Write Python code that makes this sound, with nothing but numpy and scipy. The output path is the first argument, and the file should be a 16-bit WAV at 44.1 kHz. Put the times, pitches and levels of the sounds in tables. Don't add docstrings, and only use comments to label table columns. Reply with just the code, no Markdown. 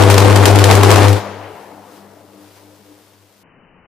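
import sys
import numpy as np
from scipy import signal
from scipy.fft import rfft, irfft
from scipy.io import wavfile

SR = 44100
rng = np.random.default_rng(int(sys.argv[2]) if len(sys.argv) > 2 else 0)


def int16_out(signal):
    q = np.round(np.clip(np.atleast_2d(signal).T, -1, 1) * 32767)
    wavfile.write(sys.argv[1], SR, q.astype(np.int16))


N = 176400
T = np.arange(N) / SR
FREQS = np.maximum(np.arange(N // 2 + 1) * SR / N, 1)
BUZZ_HZ = 100
ARC_OUT_S, RUMBLE_FROM_S, RUMBLE_TO_S = 1.177, 3.43, 3.865


def from_db(db):
    return 10 ** (np.asarray(db) / 20)


def unit_rms(x):
    return x / np.sqrt(np.mean(x ** 2) + 1e-20)


def over_time(rows):
    times_s, *columns = np.transpose(rows)
    return [np.interp(T, times_s, column) for column in columns]


def over_frequency(rows):
    hz, value = np.transpose(rows)
    return np.interp(np.log(FREQS), np.log(hz), value)


def gate(start_s, end_s, fade_s=.01):
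    return np.clip((T - start_s) / fade_s + .5, 0, 1) * np.clip((end_s - T) / fade_s + .5, 0, 1)


def colour(x, eq):
    gain = unit_rms(from_db(over_frequency(eq)))
    cepstrum = irfft(np.log(gain), N)
    cepstrum[1:N // 2] *= 2
    cepstrum[N // 2 + 1:] = 0
    return irfft(rfft(x) * np.exp(rfft(cepstrum)), N)


def drift(rate_hz):
    return unit_rms(irfft(rfft(rng.standard_normal(N)) / (1 + (FREQS / rate_hz) ** 4), N))


def widen(pair, likeness):
    alike = np.clip(over_frequency(likeness), 0, 1)
    mid, side = rfft(pair)
    return irfft(np.sqrt((1 + alike) / 2) * mid + np.sqrt((1 - alike) / 2) * side * [[1], [-1]], N)


def partial(cycles, harmonic, waver, rate_hz, width=0):
    def wobble():
        shared = np.sqrt(1 - width) * drift(rate_hz)
        return shared + np.sqrt(width) * np.array([drift(rate_hz), drift(rate_hz)])

    phase = 2 * np.pi * harmonic * cycles
    tone = (1 + waver * wobble()) * np.sin(phase) + waver * wobble() * np.cos(phase)
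    return tone / np.sqrt(1 + 2 * waver ** 2)


# frequency_hz, likeness (0-1)
NOISE_IMAGE = [(150, 1), (400, 1), (950, 0.74), (2400, .75), (6000, 0.17), (15000, .2)]
def stereo_noise():
    return widen(rng.standard_normal((2, N)), NOISE_IMAGE)


# frequency_hz, likeness (0-1)
SHOCK_IMAGE = [(150, .95), (280, 0.1), (450, 0.5), (750, 0.8), (1300, .68), (2400, 0.6), (6000, 0.4),
               (15000, .15)]
def shocks(per_s, spread_db):
    sizes = from_db(spread_db * np.minimum(rng.exponential(1, (2, N)), 4))
    signs = rng.choice([-1, 1], (2, N))
    hits = rng.random((2, N)) < per_s / SR
    return widen(unit_rms(sizes * signs * hits), SHOCK_IMAGE)


# time_s, relative_level_db
HISS_RIDE = [(1.2, -60), (1.6, -52.5), (1.8, -56.5), (1.97, -51), (2.03, -56.5), (2.28, -58), (2.45, -53.5),
             (2.53, -53.5), (2.575, -51), (2.63, -55.5), (3.08, -56), (3.25, -59.5), (3.42, -58)]
# frequency_hz, relative_gain_db
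HISS_EQ = [(30, -24), (70, -15.5), (130, -11.5), (1000, 5.5), (2500, 0), (5200, -1), (7000, -4),
           (15000, -6)]
def hiss():
    ride_db, = over_time(HISS_RIDE)
    grains = colour(shocks(per_s=7000, spread_db=2.5), HISS_EQ)
    return from_db(ride_db + 5.5) * grains * gate(0, RUMBLE_FROM_S)


# frequency_hz, relative_gain_db
RUMBLE_EQ = [(25, -3.5), (60, -4.5), (170, 3.5), (320, -1), (600, -3), (1000, -5), (2000, -11), (3000, -12)]
def closing_rumble():
    level_db, right_lift_db, top_hz = -44.5, .5, 3060
    rumble = irfft(rfft(colour(stereo_noise(), RUMBLE_EQ)) * (FREQS < top_hz), N)
    return from_db([[level_db], [level_db + right_lift_db]]) * rumble * gate(RUMBLE_FROM_S, RUMBLE_TO_S)


# time_s, first_db, second_db, third_db
HUM_RIDES = [(1.24, -46, -47, -52), (1.36, -40, -46.5, -50), (1.48, -48, -67, -47), (1.6, -65, -55, -64),
             (1.8, -55, -55, -50), (1.92, -67, -66.5, -57), (2.07, -57, -47.5, -68), (2.16, -54, -66, -61),
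             (2.36, -69, -58, -50), (2.46, -57, -60, -53), (2.49, -59, -71, -59), (2.82, -62, -54, -59.5),
             (2.92, -65, -84, -53), (2.94, -65, -72, -59), (3.21, -60, -69, -73), (3.25, -61, -77, -63),
             (3.35, -73.5, -65, -69), (3.42, -66, -63.5, -76)]
def hum_echo():
    first_db, second_db, third_db = over_time(HUM_RIDES)
    rides = [(1, first_db), (2, second_db), (3, third_db), (5, third_db - 13.5)]
    hum = sum(from_db(ride_db + 7) * partial(BUZZ_HZ * T, harmonic, waver=.18 * harmonic, rate_hz=5)
              for harmonic, ride_db in rides)
    return np.sqrt(2) * hum * gate(ARC_OUT_S, RUMBLE_FROM_S)


# frequency_hz, relative_gain_db
FOREST_EQ = [(30, -40.5), (70, -24.5), (130, -16.5), (250, -11.5), (450, -3.5), (900, -4.5), (1500, -12),
             (3000, -18), (6000, -26), (15000, -34.5)]
def forest_echo():
    near_db_per_s, far_db_per_s, air_db_per_s_khz = 23.5, 5, 8
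    age_s = np.maximum(T - ARC_OUT_S, 0)
    near = from_db(-25.5 - near_db_per_s * age_s)
    far = from_db(-32 - far_db_per_s * age_s)
    spectrum = rfft(colour(stereo_noise(), FOREST_EQ))
    edges_hz = np.geomspace(20, 16000, 18)
    tail = 0
    for low, high in zip(edges_hz, edges_hz[1:]):
        band = irfft(spectrum * (FREQS >= low) * (FREQS < high), N)
        loss_db = air_db_per_s_khz * np.sqrt(low * high) / 1000 * age_s
        flutter_db = 1.4 * drift(rate_hz=9.6)
        tail += band * from_db(flutter_db - loss_db)
    return np.hypot(near, far) * tail * gate(-1, RUMBLE_FROM_S)


# start_s, relative_level_db, hold_s
CRACK_CUES = [(0.0226, -6.5, .003), (.1002, 3, .0015), (.110, -8, .003), (0.129, -11, .002),
              (.1422, -3.5, .0025), (.179, 2, .0045), (.2035, -5, .002), (0.3595, -2.5, 0.0034),
              (.4553, 4.5, .002), (0.458, -8.5, .005), (0.481, -7, 0.0017), (0.557, -7, 0.0047),
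              (.5875, -1, 0.0013), (.6405, 2, .003), (.7118, 2.5, .002), (.7522, -3.5, .003),
              (.832, -0.5, .003), (.9043, -1, 0.0024), (.914, 1.5, .003), (.938, -15, .006),
              (.9577, -4, 0.0045), (.969, -9.5, .005), (1.042, -28.5, 0.0035), (1.0825, -5, .002),
              (1.128, -12.5, .005)]
# frequency_hz, relative_gain_db
CRACK_EQ = [(60, -12.5), (300, 2), (900, 9), (1800, 1), (3500, -2), (5500, -4), (8500, -7), (11000, -11.5),
            (15000, -16)]
def cracks():
    release_s, sizzle_decay_s = .001, .035
    volley_power, sizzle_power = np.zeros(N), np.zeros(N)
    for start_s, level_db, hold_s in CRACK_CUES:
        age_s = np.maximum(T - start_s, 0)
        power = (T >= start_s) * from_db(level_db) ** 2
        volley_power += power * np.exp(-2 * np.maximum(age_s - hold_s, 0) / release_s)
        sizzle_power += power * np.exp(-2 * age_s / sizzle_decay_s)
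    volley = np.sqrt(volley_power) * shocks(per_s=15000, spread_db=2)
    sizzle = from_db(-8) * np.sqrt(sizzle_power) * shocks(per_s=9000, spread_db=5)
    return from_db(-5) * colour(volley + sizzle, CRACK_EQ)


def pressure_fronts(cycles, gain_db, jitter_s, spread_db):
    decay_s, band_hz = .0013, [200, 3470]
    starts_s = T[1:][np.diff(np.floor(cycles)) > 0]
    jitter, size = rng.standard_normal((2, 500))[:, :len(starts_s)]
    onsets = np.clip((starts_s + jitter_s * jitter) * SR, 0, N - 1).astype(int)
    clicks = np.zeros(N)
    clicks[onsets] = from_db(gain_db + spread_db * size)
    fronts = signal.lfilter([1], [1, -np.exp(-1 / (decay_s * SR))], clicks)
    return signal.sosfilt(signal.butter(1, band_hz, "band", fs=SR, output="sos"), fronts)


def strikes(cycles):
    ignition = pressure_fronts(cycles, gain_db=-3, jitter_s=.0002, spread_db=2.5)
    collapse = pressure_fronts(cycles - .41, gain_db=-6, jitter_s=.00035, spread_db=4.5)
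    return ignition - collapse


# time_s, relative_level_db
ROAR_RIDE = [(0, 2.5), (.08, -1), (.17, -3), (.25, 0.5), (.43, 0.5), (.55, -1), (.63, 0), (.75, -0.5),
             (.93, 1), (1.05, 0), (1.13, -10)]
# frequency_hz, relative_gain_db
ROAR_EQ = [(25, -22.5), (60, -13), (160, -15), (260, -6.5), (380, 1.5), (550, -4), (750, -3.5), (1100, -8),
           (1600, -14.5), (3000, -21), (6000, -28), (10000, -31.5), (15000, -44)]
def roar(cycles):
    pulse_depth_db, dying_db_per_s = 1, 330
    pulsing = unit_rms(from_db(pulse_depth_db * np.cos(2 * np.pi * cycles - np.pi / 8)))
    spray = colour(shocks(per_s=3500, spread_db=3.5) * pulsing, ROAR_EQ)
    body = from_db(-9.5) * spray + strikes(cycles)
    ride_db, = over_time(ROAR_RIDE)
    dying_db = dying_db_per_s * np.maximum(T - ARC_OUT_S, 0)
    sputter_db = 1.6 * drift(rate_hz=40)
    return body * from_db(ride_db - dying_db + sputter_db)


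# harmonic, relative_level_db, waver_depth
BUZZ_PARTIALS = [(1, -2, .04), (2, -24.5, .8), (3, -20, 0.37), (4, -20.5, 0.62), (5, -16.5, 0.52),
                 (7, -27.5, 0.57)]
def buzz(cycles):
    fade_from_s, fade_s = 1.105, .061
    tone = sum(from_db(level_db) * partial(cycles, harmonic, waver, rate_hz=9.6, width=.42)
               for harmonic, level_db, waver in BUZZ_PARTIALS)
    return tone * np.exp(-(np.maximum(T - fade_from_s, 0) / fade_s) ** 2)


# time_s, lag_cycles
PATH_JUMPS = [(.182, .08), (.458, .17), (.641, .09), (.76, .03), (.958, .05)]
def arc():
    first_strike_s, jump_s, sag_db_per_cycle = .0066, .018, 21
    cycles, sag_db = BUZZ_HZ * (T - first_strike_s), np.zeros(N)
    for time_s, lag_cycles in PATH_JUMPS:
        progress = (T - time_s) / jump_s
        cycles -= lag_cycles * np.clip(progress + .5, 0, 1)
        sag_db += sag_db_per_cycle * lag_cycles * np.exp(-(progress - .5) ** 2)
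    return buzz(cycles) * from_db(-sag_db) + roar(cycles)


# frequency_hz, gain_db
RIGHT_TRIM = [(100, -7), (300, -6), (640, -8), (1400, -5.5), (3100, -3), (7000, -3), (15000, -0.5)]
def scene():
    left, right = arc() + cracks() + forest_echo() + hum_echo() + hiss() + closing_rumble()
    right = irfft(rfft(right) * from_db(over_frequency(RIGHT_TRIM)), N)
    return np.array([left, right]) * gate(-1, RUMBLE_TO_S)


def record(dry):
    knee, cutoff_hz = 5.6, 15200
    clipped = dry / (1 + np.abs(dry) ** knee) ** (1 / knee)
    return signal.sosfilt(signal.ellip(10, .1, 70, cutoff_hz, fs=SR, output="sos"), clipped)


dry = scene()
out = record(dry)
int16_out(out)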